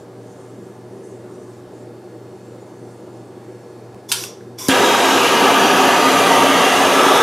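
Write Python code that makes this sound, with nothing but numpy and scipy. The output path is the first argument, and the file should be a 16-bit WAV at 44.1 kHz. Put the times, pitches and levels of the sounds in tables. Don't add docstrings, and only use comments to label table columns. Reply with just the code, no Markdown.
import sys
import numpy as np
from scipy import signal
from scipy.fft import irfft
from scipy.io import wavfile
from scipy.ndimage import uniform_filter1d

SR = 44100
rng = np.random.default_rng(int(sys.argv[2]) if len(sys.argv) > 2 else 0)


def rack_gain(trim_db):
    fader = np.asarray(trim_db, float)
    return 10 ** (fader / 20)


def int16_out(signal):
    q = np.round(np.clip(np.atleast_2d(signal).T, -1, 1) * 32767)
    wavfile.write(sys.argv[1], SR, q.astype(np.int16))


N = 318402


def evened(x):
    return x / np.sqrt(np.mean(x ** 2) + 1e-20)


def read(points, hz):
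    f, value = np.transpose(points)
    return np.interp(np.log(hz + 1), np.log(f + 1), value)


def bumps_db(modes, hz):
    return sum(db / (1 + (2 * (hz - f) / width) ** 2) for f, width, db in modes)


def noise(field_db, side, patchy_db, flicker_db, ripple_db, span, size=2048):
    first = round(span[0] * SR)
    count = min(round(span[1] * SR), N) - first
    frames = 2 * count // size + 5
    hz = np.fft.rfftfreq(size, 1 / SR)[:, None]
    t = span[0] + np.arange(frames) * size / 2 / SR
    a, b, c, d, patch, ripple = rng.standard_normal((frames, len(hz), 6)).T
    patch = uniform_filter1d(patch, size=size // 100, axis=0)
    patch = evened(uniform_filter1d(patch, size=3, axis=1))
    ripple = uniform_filter1d(ripple, size=3, axis=0)
    ripple = evened(uniform_filter1d(ripple, size=16, axis=1))
    flicker = evened(uniform_filter1d(rng.standard_normal(frames), size=2))
    mid = a + 1j * b
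    across = (c + 1j * d) * rack_gain(read(side, hz))
    gain = rack_gain(field_db(hz, t) + patchy_db * patch + flicker_db * flicker + ripple_db * ripple)
    spectrum = np.array([mid + across, mid - across]) * gain
    sound = signal.istft(spectrum, window="cosine", nperseg=size, noverlap=size // 2)[1]
    out = np.zeros((2, N))
    out[:, first:first + count] = evened(sound[:, :count])
    return out


def colour(x, points):
    hz = abs(np.fft.fftfreq(4096, 1 / SR))
    log_gain = np.log(rack_gain(np.maximum(read(points, hz), -80)))
    phase = -signal.hilbert(log_gain).imag
    taps = np.fft.ifft(np.exp(log_gain + 1j * phase)).real[:2048]
    return signal.oaconvolve(x, taps / np.linalg.norm(taps))[:N]


def add(mix, s, sound):
    part = mix[round(s * SR):][:len(sound)]
    part += sound[:len(part)]


SHAFT_HZ = 4327.3 / 74
COMB_DB = -86
WHINE_DB, WHINE_RISE_DB, WHINE_RISE_S, WHINE_END_S = -75, 4.5, 1.75, 4.3
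# shaft_multiple, level_db
VALVE_KNOCKS = [(13, -60), (15, -62), (24, -72.5), (29, -67.5), (32, -77), (36, -75), (37, -77), (44, -79),
                (62, -79), (63, -76), (79, -78), (81, -77), (86, -80), (94, -81)]
# pitch_hz, level_db, start_rad
MOTOR_HUM = [(119.88, -45.5, 0), (116.86, -55, 3.99)]
# pitch_hz, level_db
FAN_LINES = [(95.8, -60), (191.7, -57), (240.2, -60), (360.2, -49.5), (384.3, -51), (479.3, -51.5),
             (600.4, -60)]


def refrigerator():
    t = np.arange(N) / SR
    wobble = 0.00035 * evened(uniform_filter1d(rng.standard_normal(N), size=8000))
    turns = SHAFT_HZ * t + wobble
    level = np.zeros(2049)
    level[40:108] = rack_gain(COMB_DB)
    for multiple, db in VALVE_KNOCKS:
        level[multiple] = rack_gain(db)
    one_turn = 2048 * irfft(level * np.exp(2j * np.pi * rng.random(2049)))
    hum = np.interp(turns % 1, np.arange(4096) / 4096, one_turn)
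    rise = np.clip((t - WHINE_RISE_S) / .2, 0, 1)
    fall = np.clip((WHINE_END_S - t) / .6, 0, 1)
    whine = np.sin(2 * np.pi * 74 * turns)
    hum += whine * rack_gain(WHINE_DB + WHINE_RISE_DB * rise * fall)
    for hz, db, start in MOTOR_HUM:
        hum += rack_gain(db) * np.sin(2 * np.pi * hz * t + start)
    for hz, db in FAN_LINES:
        wander = np.cumsum(uniform_filter1d(rng.standard_normal(N), size=4000)) * .02
        hum += rack_gain(db) * np.sin(2 * np.pi * hz * t + wander)
    return np.sqrt(2) * hum


AIR_DB = -38.5
# pitch_hz, density_db
AIR_SPECTRUM = [(25, -43), (70, -38), (95, -11.5), (135, -14), (190, -8), (290, -7), (370, -3.5),
                (520, -10), (800, -16.5), (1300, -23), (2280, -33), (4000, -38.5), (9000, -39.5),
                (13500, -47.5), (16000, -58)]
# pitch_hz, width_hz, gain_db
AIR_RESONANCES = [(192, 23, 4), (267, 21, 1.5), (352, 82, 4), (387, 14, 2.5), (474, 24, 4), (606, 28, 6),
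                  (790, 33, 3.5)]
# pitch_hz, side_minus_mid_db
AIR_WIDTH = [(60, -18), (110, -23.5), (200, -22), (380, -27.5), (700, -19), (1290, -16), (2380, -10),
             (4400, -11), (8120, -14), (15000, -11)]


def air():
    def shape(hz, t):
        return read(AIR_SPECTRUM, hz) + bumps_db(AIR_RESONANCES, hz)

    return rack_gain(AIR_DB) * noise(shape, AIR_WIDTH, patchy_db=1.3, flicker_db=0.4, ripple_db=0.9,
                               span=(0, 8), size=4096)


RUSTLE_HZ, RUSTLE_EDGE_DB, RUSTLE_REST_DB = 7150, -9, -76
# middle_s, half_length_s, level_db
STROKES = [(.0, .04, -62), (.4, .2, -61), (.72, .1, -64), (1.06, .14, -60), (1.37, .1, -62),
           (1.54, .09, -63), (1.79, .08, -63), (2.6, .3, -65), (2.95, .1, -66), (3.2, .1, -65),
           (3.55, .15, -67), (3.79, .1, -68)]


def rustle():
    def shape(hz, t):
        return -14 * np.log2((hz + 1) / RUSTLE_HZ) ** 2 / .4

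    band = noise(shape, AIR_WIDTH, patchy_db=3.0, flicker_db=1.1, ripple_db=2.5, span=(0, 4), size=1024)
    t = np.arange(N) / SR
    swell = rack_gain(RUSTLE_REST_DB)
    for middle, half, db in STROKES:
        distance = np.minimum(abs(t - middle) / half, 4)
        swell = swell + rack_gain(db + RUSTLE_EDGE_DB * distance ** 3)
    return band * swell


# middle_s, level_db, pitch_hz
FLOOR_BUMPS = [
    (1.67, -41, 48),
    (3.945, -38, 52),
]


def floor_bumps():
    out, t = np.zeros(N), np.arange(SR // 4) / SR
    for s, db, hz in FLOOR_BUMPS:
        pulse = np.exp(-((t - .015) / .012) ** 2)
        add(out, s - .015, rack_gain(db) * np.sin(2 * np.pi * hz * t) * pulse)
    return out


# start_s, level_db
DRY_TICK = (3.9462, -30)


def tick():
    out, t = np.zeros(N), np.arange(200) / SR
    s, db = DRY_TICK
    add(out, s, rack_gain(db) * np.exp(-t / .00012))
    return out


OPENING_S, SHUT_DB, FADING_CURVE = .015, -37, 1.1
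# start_s, open_s, flow_db, fading_s, low_tube_share (0 to 1)
TRIGGER_PRESSES = [
    (4.078, .16, -32, .23, .5),
    (4.572, .11, -31.5, .035, 1.0),
]


def flow(t):
    total = 0
    for s, held, db, fading, _ in TRIGGER_PRESSES:
        still_shut = np.maximum(1 - (t - s) / OPENING_S, 0)
        faded = np.maximum((t - s - held) / fading, 0) ** FADING_CURVE
        total = total + rack_gain(db + SHUT_DB * np.minimum(still_shut + faded, 3))
    return total


# pitch_hz, density_db
JET_SPECTRUM = [(350, -45), (700, -13), (1100, -10), (1800, -20), (2800, -15.5), (3500, -13), (4100, -16),
                (5300, -4.5), (7500, -10.5), (10500, -8.5), (13600, -12), (16000, -35)]
# pitch_hz, width_hz, gain_db
TUBE_RESONANCES = [(1040, 130, 12), (2210, 320, 14), (3470, 150, 14), (4790, 150, 8), (5720, 220, 10.5),
                   (6250, 130, 6), (7170, 130, 4)]
# pitch_hz, side_minus_mid_db
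GAS_WIDTH = [(60, -24), (110, -31), (200, -21), (380, -30), (700, -21), (1290, -45), (2380, -27),
             (4400, -24), (8120, -13), (15000, -21)]


def gas():
    def shape(hz, t):
        first, second = TRIGGER_PRESSES
        low_share = np.where(t < second[0], first[4], second[4])
        tube = low_share * bumps_db(TUBE_RESONANCES[:2], hz) + bumps_db(TUBE_RESONANCES[2:], hz)
        weakness = np.clip((-32 - 20 * np.log10(flow(t))) / 12, 0, 1)
        treble_octaves = np.maximum(np.log2((hz + 1) / 6300), 0)
        return read(JET_SPECTRUM, hz) + tube - 13.0 * weakness * treble_octaves

    jet = noise(shape, GAS_WIDTH, patchy_db=1.0, flicker_db=0.2, ripple_db=2.0, span=(4, 5), size=1024)
    return jet * flow(np.arange(N) / SR)


# pitch_hz, t60_s
KITCHEN_DECAY = [(200, .45), (1000, 0.36), (4000, 0.33), (8000, 0.32), (15000, .15)]


def kitchen(x):
    taps = np.zeros((2, SR // 2))
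    at = np.arange(120, SR // 2 - 20, 20) + rng.integers(0, 20, (2, (SR // 2 - 121) // 20))
    np.put_along_axis(taps, at, rng.choice([-1., 1.], at.shape), 1)
    hz, t, z = signal.stft(taps, SR, nperseg=256)
    t60 = np.maximum(read(KITCHEN_DECAY, hz), .05)[:, None]
    tail = signal.istft(z * rack_gain(-60 * t / t60), SR, nperseg=256)[1]
    stereo = tail[0] + rack_gain(-12) * np.array([tail[1], -tail[1]])
    return signal.fftconvolve(x[None], stereo / np.linalg.norm(tail[0]), axes=1)[:, :N]


# start_s, level_db, rattle_ms
TRIGGER_BLOWS = [
    (4.1172, -6, 1.3),
    (4.1198, -11, 2.6),
    (4.1230, -7, 2.5),
    (4.2386, -15, .7),
    (4.2450, -36, 2.2),
    (4.6843, -5, .9),
    (4.6866, -12, 1.4),
]
# start_s, pitch_hz, level_db, t60_ms
PART_RINGS = [(4.1172, 2730, -12, 25), (4.1176, 3500, -15, 25), (4.1198, 8900, -19, 20),
              (4.1230, 7800, -13, 15), (4.2382, 2700, -21, 16), (4.2390, 1500, -29, 25),
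              (4.2392, 10300, -28, 15), (4.2450, 8300, -25, 18), (4.4085, 1570, -39, 25),
              (4.6843, 10700, -7, 9), (4.6866, 3900, -16, 15), (4.6920, 9700, -17, 30)]
# pitch_hz, density_db
SNAP_SPECTRUM = [(300, -51), (700, -16.5), (1500, -7.5), (2000, -15.5), (2900, -8), (4000, -8.5),
                 (6000, -8), (10400, -9), (14000, -17), (16000, -30)]


def trigger():
    rattle, ring, t = np.zeros(N), np.zeros(N), np.arange(3000) / SR
    for s, db, ms in TRIGGER_BLOWS:
        grit = rng.standard_normal(len(t))
        add(rattle, s, rack_gain(db) * grit * np.minimum(t / .0003, 1) * np.exp(-t * 1000 / ms))
    for s, hz, db, t60_ms in PART_RINGS:
        decay = rack_gain(db - 60000 * t / t60_ms)
        add(ring, s, decay * np.minimum(t / .0004, 1) * np.sin(2 * np.pi * hz * t))
    rattle = colour(rattle, SNAP_SPECTRUM)
    direct = (rattle + ring) * rack_gain([[-.6], [.6]])
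    return direct + rack_gain(-3.5) * kitchen(rattle + .2 * ring)


# start_s, push_db, pitch_hz, push_length_s, room_ring_db, t60_s
LIGHTING_PUFF = (4.6864, -3.5, 268, .0017, -7.5, .15)


def puff():
    out, t = np.zeros(N), np.arange(SR // 4) / SR
    s, push_db, hz, length, ring_db, t60 = LIGHTING_PUFF
    push = rack_gain(push_db) * np.exp(-((t - .0017) / length) ** 2)
    room_ring = rack_gain(ring_db - 60 * t / t60)
    sound = (push + room_ring) * np.minimum(t / .0012, 1) * np.sin(2 * np.pi * hz * t - 1.85)
    add(out, s, signal.lfilter(*signal.butter(1, 90, "high", fs=SR), sound))
    return out


ROAR_DB, ROAR_NEAR_DB = -12.9, 2.8
HISS_DB, HISS_NEAR_DB = -16.8, -.6
SETTLE_S, SETTLE_TAKES_S, LOOSE_ROAR_DB, LOOSE_HISS_DB = 4.718, .012, -6, .6
STEP_HZ, STEP_DB = 13650, -6
# time_s, nearness (0 to 1)
TORCH_PATH = [
    (4.73, .2),
    (4.9, .02),
    (5.15, .05),
    (5.35, .45),
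    (6.15, .55),
    (6.4, .72),
    (6.7, .88),
    (7.0, .97),
]
# pitch_hz, density_db
ROAR_SPECTRUM = [(25, -54), (60, -60), (100, -28), (150, -20), (240, -6), (500, -5), (900, -5.5),
                 (1250, -5), (1450, -12), (1700, -48)]
# pitch_hz, density_db
HISS_FAR = [(850, -41), (1450, -3.5), (1600, 1), (1780, -6), (2140, -9), (2360, -4), (2860, -6), (3150, -6),
            (3810, -8.5), (4170, -15), (5970, -13), (8980, -21), (11900, -21.5), (13800, -27), (15700, -36)]
HISS_MIDWAY = [(850, -33), (1450, -3), (1650, 0), (1750, -5), (2160, -9), (2320, -6), (2900, -2.5),
               (3900, -12.5), (4650, -12), (5350, -17), (5970, -13), (8460, -22), (10100, -18.5),
               (12400, -22), (15700, -34)]
HISS_NEAR = [(850, -46), (1450, -10.5), (1630, 0), (1860, -6), (2010, -4), (2250, -7), (2610, -7),
             (2800, -4), (3850, -6.5), (4200, -15), (6280, -12.5), (7660, -20), (8300, -17), (12100, -21),
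             (15700, -35)]
# pitch_hz, width_hz, gain_db
STOVE_RESONANCES = [(118, 14, 8.5), (187.4, 18, 6.5), (215, 12, -5), (269.3, 17, 8), (395, 24, 5),
                    (414, 12, -5.5), (431, 32, 2.5), (588, 14, 3), (613, 14, -7), (724, 49, 2),
                    (818, 20, -6.5), (880, 16, -5.5), (920, 86, 5.5), (1048, 45, -10.5), (1145, 33, 4),
                    (1224, 57, 1.5), (1295, 20, -5), (1323, 58, 5), (1388, 53, -8), (1480, 37, 1.5),
                    (1665, 50, 1.5), (1800, 25, 2.5), (6600, 1600, 2.5), (1975, 30, 6.5), (2050, 500, 4),
                    (2350, 34, 4), (2810, 80, 3.5), (3267, 36, 5), (3880, 160, 5), (4570, 70, 5)]
# pitch_hz, side_minus_mid_db
TORCH_WIDTH = [(60, -27), (110, -31), (200, -36), (380, -26), (700, -31), (1290, -25.5), (2380, -23.5),
               (4400, -18.5), (8120, -15), (15000, -22)]


def flame():
    def near(t):
        return np.clip(np.interp(t, *np.transpose(TORCH_PATH)), 0, 1)

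    def low(hz, t):
        upper_part = np.clip(np.log2((hz + 1) / 280), 0, 1)
        body = read(ROAR_SPECTRUM, hz) + bumps_db(STOVE_RESONANCES, hz)
        return body + ROAR_NEAR_DB * near(t) * upper_part

    def high(hz, t):
        field = .6 * bumps_db(STOVE_RESONANCES, hz) + STEP_DB * np.clip((hz - STEP_HZ) / 200, 0, 1)
        for spectrum, place in (HISS_FAR, 0), (HISS_MIDWAY, .5), (HISS_NEAR, 1):
            share = np.maximum(1 - 2 * abs(near(t) - place), 0)
            field = field + read(spectrum, hz) * share
        return field

    roar = noise(low, TORCH_WIDTH, patchy_db=1.0, flicker_db=0.47, ripple_db=2.0, span=(4.5, 8), size=4096)
    hiss = noise(high, TORCH_WIDTH, patchy_db=.6, flicker_db=0.15, ripple_db=2.4, span=(4.5, 8))
    t = np.arange(N) / SR
    catch = np.clip((t - LIGHTING_PUFF[0]) / 0.0041, 0, 1)
    loose = np.clip(1 - (t - SETTLE_S) / SETTLE_TAKES_S, 0, 1)
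    flutter_db = 0.44 * evened(uniform_filter1d(rng.standard_normal(N), size=300))
    roar_db = ROAR_DB + LOOSE_ROAR_DB * loose
    hiss_db = HISS_DB + HISS_NEAR_DB * near(t) + LOOSE_HISS_DB * loose
    return catch * rack_gain(flutter_db) * (roar * rack_gain(roar_db) + hiss * rack_gain(hiss_db))


def scene():
    bed = refrigerator() + air()
    handling = rustle() + floor_bumps() + tick()
    torch = gas() + trigger() + puff() + flame()
    return bed + handling + torch


def top_cut(x):
    return signal.sosfilt(signal.butter(12, 16490, fs=SR, output="sos"), x)


def record(dry):
    limited = np.tanh(dry / 1.2) * 1.2
    mix = signal.lfilter(*signal.butter(3, 80, "high", fs=SR), limited)
    grain = rng.standard_normal((1, N)) + .4 * rng.standard_normal(dry.shape)
    mix += rack_gain(-74) * evened(signal.lfilter([1], [1, -.99], grain))
    band_edge = signal.firwin(511, 15780, window=("kaiser", 9), fs=SR)
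    mix = signal.oaconvolve(mix, band_edge[None], "same")
    return top_cut(mix)


dry = scene()
out = record(dry)
int16_out(out)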